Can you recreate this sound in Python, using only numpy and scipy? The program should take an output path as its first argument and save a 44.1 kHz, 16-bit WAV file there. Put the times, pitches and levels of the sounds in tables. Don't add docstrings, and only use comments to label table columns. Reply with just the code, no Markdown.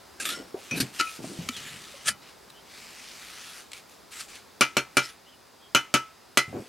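import sys
import numpy as np
from scipy import signal
from scipy.fft import rfft, irfft
from scipy.io import wavfile
from scipy.ndimage import map_coordinates

SR = 44100
rng = np.random.default_rng(int(sys.argv[2]) if len(sys.argv) > 2 else 0)


def unload_audio(sound):
    columns = np.transpose(np.atleast_2d(sound))
    steps = np.round(np.clip(columns, -1, 1) * 32767)
    wavfile.write(sys.argv[1], SR, steps.astype(np.int16))


N = 294588
TIME_S = np.arange(N) / SR


def from_db(db):
    return 10 ** (np.asarray(db) / 20)


def unit_rms(x):
    return x / np.sqrt(np.mean(x ** 2) + 1e-20)


def at_hz(table, hz):
    table_hz, values = np.transpose(table)
    return np.interp(np.log(np.maximum(hz, 1)), np.log(table_hz), values)


def add(out, start_s, sound):
    start = round(start_s * SR)
    out[..., start:start + sound.shape[-1]] += sound[..., :N - start]


def coloured(x, spectrum):
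    n = x.shape[-1]
    gain = from_db(at_hz(spectrum, np.fft.rfftfreq(n, 1 / SR)))
    return unit_rms(irfft(rfft(x) * gain, n))


def band(x, low_hz, high_hz):
    return signal.sosfilt(signal.butter(2, [low_hz, high_hz], "band", fs=SR, output="sos"), x)


def resonator(x, hz, t60_s):
    r, w = from_db(-60 / (t60_s * SR)), 2 * np.pi * hz / SR
    return signal.lfilter([0, np.sin(w)], [1, -2 * r * np.cos(w), r * r], x + 1e-18)


def swell(peak_s, rise_s, fall_s):
    distance = np.maximum((peak_s - TIME_S) / rise_s, (TIME_S - peak_s) / fall_s)
    return np.exp(-np.minimum(distance, 20))


def push(start_s, length_s, attack_share=0.13, release_s=0.032):
    attack = np.clip((TIME_S - start_s) / (attack_share * length_s), 0, 1)
    return attack * np.exp(-np.clip((TIME_S - start_s - length_s) / release_s, 0, 20))


def grit(n, grains_per_s, spread_db, rub_db):
    hits = rng.random((2, n)) < grains_per_s / SR
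    sizes_db = spread_db * np.minimum(rng.exponential(1, hits.sum()), 4)
    grains = np.zeros((2, n))
    grains[hits] = from_db(sizes_db) * rng.choice([-1, 1], hits.sum())
    return unit_rms(grains) + from_db(rub_db) * rng.standard_normal((2, n))


def shifting_contact(x, depth_db, changes_per_s):
    hz, frame_s, frames = signal.stft(x, SR, nperseg=512)
    octaves = np.log2(np.maximum(hz, 500) / 500)
    grid = np.meshgrid(5 * octaves, frame_s * changes_per_s, indexing="ij")
    wander = map_coordinates(rng.standard_normal((30, 400)), grid, order=1, mode="mirror")
    _, varied = signal.istft(frames * from_db(depth_db * wander), SR)
    return unit_rms(varied[:, :N])


# f/Hz, relative side gain/dB
SIDE_SPECTRUM = [(60, -13), (170, -24), (300, -16), (520, -12.5), (850, -0.5), (1400, -14), (2300, -34),
                 (4500, -14), (9000, -3.5), (15000, -21)]

def stereo(pair, side_db):
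    mid, side = pair
    gain = from_db(side_db + at_hz(SIDE_SPECTRUM, np.fft.rfftfreq(len(mid), 1 / SR)))
    return mid + irfft(rfft(side) * gain, len(mid)) * [[1], [-1]]


# f/Hz, relative level/dB
AIR_SPECTRUM = [(15, -49), (25, -50), (53, -7), (92, -7), (120, -8.5), (256, -4.5), (309, -7), (384, -3.5),
                (489, -5.5), (775, -5.5), (863, -6), (2550, -15.5), (3250, -16.5), (3720, -14),
                (16000, -26.5)]
# f/Hz, coherence/1
AIR_COHERENCE = [(30, 0.43), (120, 0.42), (300, 0.49), (600, 0.03), (1500, 0.86), (4000, 1), (14000, .7)]
# t/s, gain/dB; a little louder for the first 0.7 s, then slowly sinking
AIR_LEVEL = [(.45, 2), (.7, 2), (4.5, 0.5), (5.3, -1.25)]

def open_air(level_db=-53.5):
    mid, side = rfft(rng.standard_normal((2, N)))
    coherence = at_hz(AIR_COHERENCE, np.fft.rfftfreq(N, 1 / SR))
    noise = irfft(np.sqrt(1 + coherence) * mid + np.sqrt(1 - coherence) * side * [[1], [-1]], N)
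    drift_db = np.interp(TIME_S, *np.transpose(AIR_LEVEL))
    return from_db(level_db + drift_db) * coloured(noise, AIR_SPECTRUM)


def insects(centre_hz=4950, half_width_hz=170, level_db=-68):
    chorus = band(rng.standard_normal((2, N)), centre_hz - half_width_hz, centre_hz + half_width_hz)
    return from_db(level_db) * unit_rms(chorus)


# t/s, length/s, level/dB, centre f/Hz
RUBS = [(0.184, .17, -48, 292), (.37, 0.045, -41.5, 296), (0.544, .012, -40.5, 444), (0.711, .11, -34, 194),
        (1.184, 0.081, -40, 203), (1.291, 0.11, -44, 260), (1.395, 0.075, -43, 135),
        (1.548, 0.26, -53.5, 150), (2.058, 0.047, -46, 138), (6.475, 0.05, -44.5, 140),
        (6.524, 0.062, -36, 278)]

def soft_rubs(edge_ratio=1.56, scuff_db=-16):
    out = np.zeros((2, N))
    shake = grit(N, grains_per_s=300, spread_db=2.0, rub_db=-5.5)
    scuff = from_db(scuff_db) * unit_rms(band(rng.standard_normal((2, N)), 420, 1020))
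    for start_s, length_s, db, hz in RUBS:
        near = slice(max(int((start_s - .2) * SR), 0), int((start_s + .7) * SR))
        body = unit_rms(band(shake[:, near], hz / edge_ratio, hz * edge_ratio))
        out[:, near] += from_db(db) * (body + scuff[:, near]) * push(start_s, length_s)[near]
    return stereo(out, side_db=1.0)


# peak t/s, relative level/dB, fall/s
EDGE_CATCHES = [(.2, -33.5, 0.05), (0.2532, -30, 0.019), (.290, -32, 0.014), (0.8023, -20, 0.014),
                (1.01, -25, 0.0038), (1.4886, -20, 0.0035), (1.566, -35.5, .016), (2.059, -33.5, .012),
                (2.501, -45, .004), (3.718, -39.5, 0.0036), (3.733, -37.5, .006), (5.09, -46, 0.0087)]
# peak t/s, relative level/dB, rise/s
BLADE_STROKES = [(.32, -40, 0.056), (0.78, -32, 0.021), (1.0, -27, 0.0054), (1.68, -42.5, 0.058),
                 (2.087, -18, 0.011), (3.23, -48, .015), (3.305, -50, .009), (4.207, -37, 0.012),
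                 (4.358, -47, 0.0064), (5.05, -40.5, .04), (6.61, -54, 0.21)]
# f/Hz, relative level/dB
RASP_SPECTRUM = [(350, -26), (600, -9), (950, -20.5), (1250, -2), (1750, 1), (2000, -2), (2540, 2.5),
                 (4000, 0.5), (6000, -2.5), (8500, -3.5), (11500, -9), (14000, -16), (16000, -45)]
# f/Hz, relative level/dB, t60/s
BLADE_MODES = [(1308, -2, .27), (1355, -5, .18), (1408, 0, .14), (1982, -2, .17), (2056, -3, .24),
               (2270, -4, .13), (2351, -2, .16), (2490, -5, .19), (2992, 0, .17), (4100, -3.5, .13),
               (5012, -12, .13), (5400, -13, .2), (5640, -9, .18), (5990, -8, .15), (6290, -14, .16),
               (6720, -10, .15)]

def trowel_scrapes(rasp_db=1.0, blade_db=-51, catch_rise_s=0.00051):
    force = sum(from_db(db) * swell(s, catch_rise_s, fall_s) for s, db, fall_s in EDGE_CATCHES)
    force += sum(from_db(db) * swell(s, rise_s, 0.98 * rise_s) for s, db, rise_s in BLADE_STROKES)
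    grains = grit(N, grains_per_s=2500, spread_db=2.5, rub_db=-4.5)
    grains = shifting_contact(grains, depth_db=4.5, changes_per_s=18)
    rasp = force * stereo(coloured(grains, RASP_SPECTRUM), side_db=-4.0)
    blade = sum(from_db(db) * resonator(rasp[0], hz, t60_s) for hz, db, t60_s in BLADE_MODES)
    return from_db(rasp_db) * rasp + from_db(blade_db) * blade


# peak t/s, level/dB, f/Hz, rise/s
BLADE_TONES = [(.204, -32, 1615, 0.0048), (.33, -42.5, 1410, 0.053), (.35, -49, 2010, 0.027),
               (.36, -47, 5400, 0.063), (0.751, -26, 2503, 0.014), (1.018, -33, 2020, .008),
               (1.08, -36, 2488, 0.016), (2.09, -28.5, 1730, 0.0095)]

def blade_singing(t60_s=0.091):
    out = np.zeros(N)
    for peak_s, db, hz, rise_s in BLADE_TONES:
        tone = unit_rms(resonator(rng.standard_normal(N), hz, t60_s))
        out += from_db(db) * swell(peak_s, rise_s, 0.98 * rise_s) * tone
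    return out


# t/s, level/dB, f/Hz, t60/s
BED_KNOCKS = [(0.5435, -18.5, 387, .034), (.803, -19.5, 272, 0.091), (.82, -28, 131, 0.14),
              (1.008, -26.5, 300, 0.056), (1.243, -27.5, 647, 0.035), (1.389, -25, 171, 0.13),
              (1.493, -24.5, 246, 0.062), (1.94, -38.5, 558, 0.079), (6.55, -35, 110, 0.13),
              (6.595, -35.5, 120, .08)]

def bed_knocks(contact_s=0.0011):
    out, t = np.zeros(N), np.arange(SR // 4) / SR
    onset = 1 - np.exp(-t / contact_s)
    for start_s, db, hz, t60_s in BED_KNOCKS:
        add(out, start_s, onset * from_db(db - 60 * t / t60_s) * np.sin(2 * np.pi * hz * t))
    return out


# t/s, length/s, midway level/dB, growth/dB, fine hiss gain/dB
MORTAR_PUSHES = [(0.551, 0.34, -49, 3.5, -2), (0.922, .25, -43.5, -3, 0), (1.205, 0.34, -47, 2, 1.5),
                 (1.544, 0.52, -46, -5.5, -3.5), (2.211, 0.092, -51, 2.5, -11), (2.63, 0.97, -46, 4.5, -2),
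                 (3.741, 0.04, -47, -1, -2), (3.888, .06, -57.5, -1, 2), (4.106, .11, -44, 3, 2),
                 (4.278, .095, -46.5, 2.5, -3)]
# f/Hz, relative level/dB
MORTAR_SPECTRUM = [(400, -13.5), (600, -16.5), (850, -16.5), (1300, -1), (1600, -3.5), (2400, 1),
                   (4000, -1.5), (6000, -3.5), (9000, -6.5), (12000, -11), (16000, -24)]

def mortar(hiss_above_hz=5500):
    grains = grit(N, grains_per_s=1000, spread_db=3.5, rub_db=2.0)
    grains = shifting_contact(grains, depth_db=2.5, changes_per_s=12)
    sand = stereo(coloured(grains, MORTAR_SPECTRUM), side_db=-2.5)
    coarse = signal.sosfiltfilt(signal.butter(2, hiss_above_hz, fs=SR, output="sos"), sand)
    hiss = sand - coarse
    out = np.zeros((2, N))
    for start_s, length_s, db, growth_db, hiss_db in MORTAR_PUSHES:
        progress = np.clip((TIME_S - start_s) / length_s, 0, 1)
        pressure = from_db(db + growth_db * (progress - .5)) * push(start_s, length_s)
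        out += pressure * (coarse + from_db(hiss_db) * hiss)
    return out


# f/Hz, relative level/dB
CRACK_SPECTRUM = [(300, -12), (1200, 8.5), (3000, 6.5), (6000, 2), (9000, 3), (12000, -5), (16000, -24)]

def edge_crack(t, crush_s=0.0066, snap_s=0.0001, snap_db=12.5):
    sand = stereo(coloured(rng.standard_normal((2, len(t))), CRACK_SPECTRUM), side_db=-6)
    snap = band(np.exp(-t / snap_s), 270, 7500)
    return sand * np.exp(-t / crush_s) - from_db(snap_db) * snap


# f/Hz, relative level/dB
CLACK_SPECTRUM = [(300, -12.5), (800, -15), (1200, 4), (1700, -3), (2400, 2.5), (3300, -4.5), (4600, -16),
                  (6000, -9.5), (7500, -13), (9000, -21), (12000, -31), (16000, -39)]
# f/Hz, t60/s
CLACK_DECAY = [(300, 0.21), (1200, 0.12), (2500, 0.11), (5000, 0.097), (12000, 0.14)]

def brick_clack(t, hold_s=0.015, tail_db=-25.5, tail_s=0.075):
    grains = grit(len(t), grains_per_s=2500, spread_db=3.0, rub_db=-1.5)
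    noise = stereo(coloured(grains, CLACK_SPECTRUM), side_db=2.0)
    out = from_db(tail_db) * noise * np.exp(-t / tail_s)
    edges_hz = np.geomspace(250, 16000, 7)
    for low_hz, high_hz in zip(edges_hz, edges_hz[1:]):
        t60_s = at_hz(CLACK_DECAY, np.sqrt(low_hz * high_hz))
        out += band(noise, low_hz, high_hz) * from_db(-60 * np.maximum(t - hold_s, 0) / t60_s)
    return out


# f/Hz, relative level/dB, t60/s
WALL_MODES = [(76, -23, .25), (132, -7, .17), (190, -5, .08), (246, 0, .08), (295, -5, .13), (376, -2, .11),
              (450, -10, .11), (500, -9, .11), (578, -4, .13), (652, -10, .1), (712, -10, .1)]

def wall_thud(t):
    modes = [from_db(db - 60 * t / t60_s) * np.sin(2 * np.pi * hz * t) for hz, db, t60_s in WALL_MODES]
    strengths = rng.choice([-1, 1], len(modes)) * from_db(rng.normal(0, 1.0, len(modes)))
    pressure = band(strengths @ np.array(modes), 101, 960)
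    sideways = signal.hilbert(pressure).imag
    fade = np.minimum(2 - 4 * t, 1)
    return stereo((pressure, sideways), side_db=2.5) * fade


def blade_ring(t, first_hz, second_hz, clack_db, spot_octaves=0.093, second_db=-4):
    out, floor = 0, from_db(-5 + 0.41 * clack_db)
    for hz, db, t60_s in BLADE_MODES:
        octaves_off = np.log2(hz / np.array([first_hz, second_hz]))
        first, second = np.exp(-(octaves_off / spot_octaves) ** 2)
        drive = max(first, from_db(second_db) * second, floor)
        scatter_db = rng.normal(0, hz / 3500)
        ear_db = db + scatter_db + rng.normal(0, 1.6, (2, 1))
        gripped_hz = hz * (1 + .002 * rng.standard_normal())
        ear_phase_rad = rng.normal(0, 0.15, (2, 1))
        tone = np.sin(2 * np.pi * gripped_hz * t + ear_phase_rad) * rng.choice([-1, 1])
        out += drive * from_db(ear_db - 60 * t / t60_s) * tone
    return out


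def blade_overtones(t, count=36, t60_at_5khz_s=0.15, tilt_db_per_octave=-3.0):
    hz = np.exp(rng.uniform(np.log(3500), np.log(13000), size=(count, 1)))
    octaves = np.log2(hz / 5000)
    t60_s = t60_at_5khz_s / np.sqrt(2) ** octaves
    modes = np.sin(2 * np.pi * hz * t) * from_db(tilt_db_per_octave * octaves - 60 * t / t60_s)
    ear_db = rng.normal(0, 4.5, count) + rng.normal(0, 4.3, (2, count))
    strengths = from_db(ear_db) * rng.choice([-1, 1], count)
    return unit_rms(strengths) @ modes


# delay/s, gain/dB
WALL_REFLECTIONS = [(.0034, -11), (.0112, -15), (.0191, -16), (.0232, -19)]

def wall_echoes(x):
    dull = band(x, 240, 5400)
    return sum(from_db(db) * np.interp(TIME_S - s, TIME_S, dull) for s, db in WALL_REFLECTIONS)


# t/s; relative level/dB of clack, crack, thud, knock, ring;
# first and second f/Hz favoured by the striking spot
TROWEL_TAPS = [(0.7107, -42, -42, -49, -54, -22.5, 2510, 5990),
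               (.998, -29, -31, -47.5, -41, -19.5, 1315, 1410),
               (4.6092, -14, -20, -28, -38, -14.5, 2370, 1430),
               (4.7684, -18.5, -25.5, -26, -38, -21.5, 2300, 1430),
               (4.9691, -16, -21.5, -25.5, -37, -14, 1427, 2330),
               (5.7483, -14.5, -21.5, -29, -27.5, -15, 1420, 2992),
               (5.94, -16, -22, -24, -29.5, -16.5, 1320, 2992),
               (6.373, -17, -17, -29, -35, -15.5, 1990, 4100)]

def trowel_taps(brick_hz=925, brick_t60_s=0.18):
    t = np.arange(SR // 2) / SR
    bodies, cracks = np.zeros((2, N)), np.zeros((2, N))
    hollow_knock = np.sin(2 * np.pi * brick_hz * t) * from_db(-60 * t / brick_t60_s)
    for start_s, clack_db, crack_db, thud_db, knock_db, ring_db, first_hz, second_hz in TROWEL_TAPS:
        add(cracks, start_s, from_db(crack_db + 6.5) * edge_crack(t))
        add(bodies, start_s, from_db(clack_db + 1.0) * brick_clack(t))
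        add(bodies, start_s, from_db(thud_db + 3.0) * wall_thud(t))
        add(bodies, start_s, from_db(knock_db) * hollow_knock)
        add(bodies, start_s, from_db(ring_db) * blade_ring(t, first_hz, second_hz, clack_db))
        add(bodies, start_s, from_db(crack_db - 15.5) * blade_overtones(t[:len(t) // 2]))
    return bodies + cracks + wall_echoes(cracks[0])


# t/s, length/s, start f/Hz, end f/Hz, level/dB
BIRD_NOTES = [(1.514, 0.093, 3820, 2750, -43), (2.53, 0.09, 2950, 3200, -55.5),
              (5.252, 0.067, 2800, 3350, -56.5), (5.305, 0.059, 3120, 2890, -58),
              (5.6, 0.1, 3270, 3230, -57.5)]

def birds(waver_share=0.038):
    out = np.zeros(N)
    for start_s, length_s, start_hz, end_hz, db in BIRD_NOTES:
        n = int(length_s * SR)
        waver = waver_share * unit_rms(band(rng.standard_normal(n), 40, 400))
        hz = np.linspace(start_hz, end_hz, n) * (1 + waver)
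        whistle = np.sin(2 * np.pi * np.cumsum(hz) / SR)
        add(out, start_s, from_db(db) * np.sqrt(2 * np.hanning(n)) * whistle)
    return out


def scene(pan_db=0.3):
    work = trowel_taps() + trowel_scrapes() + blade_singing() + mortar() + bed_knocks() + soft_rubs()
    return work * from_db([[pan_db], [-pan_db]]) + birds() + open_air() + insects()


def record(dry, ceiling=0.67, cutoff_hz=15900):
    rounded = ceiling * np.tanh(dry / ceiling)
    return signal.sosfilt(signal.ellip(10, .1, 80, cutoff_hz, fs=SR, output="sos"), rounded)


dry = scene()
out = record(dry)
unload_audio(out)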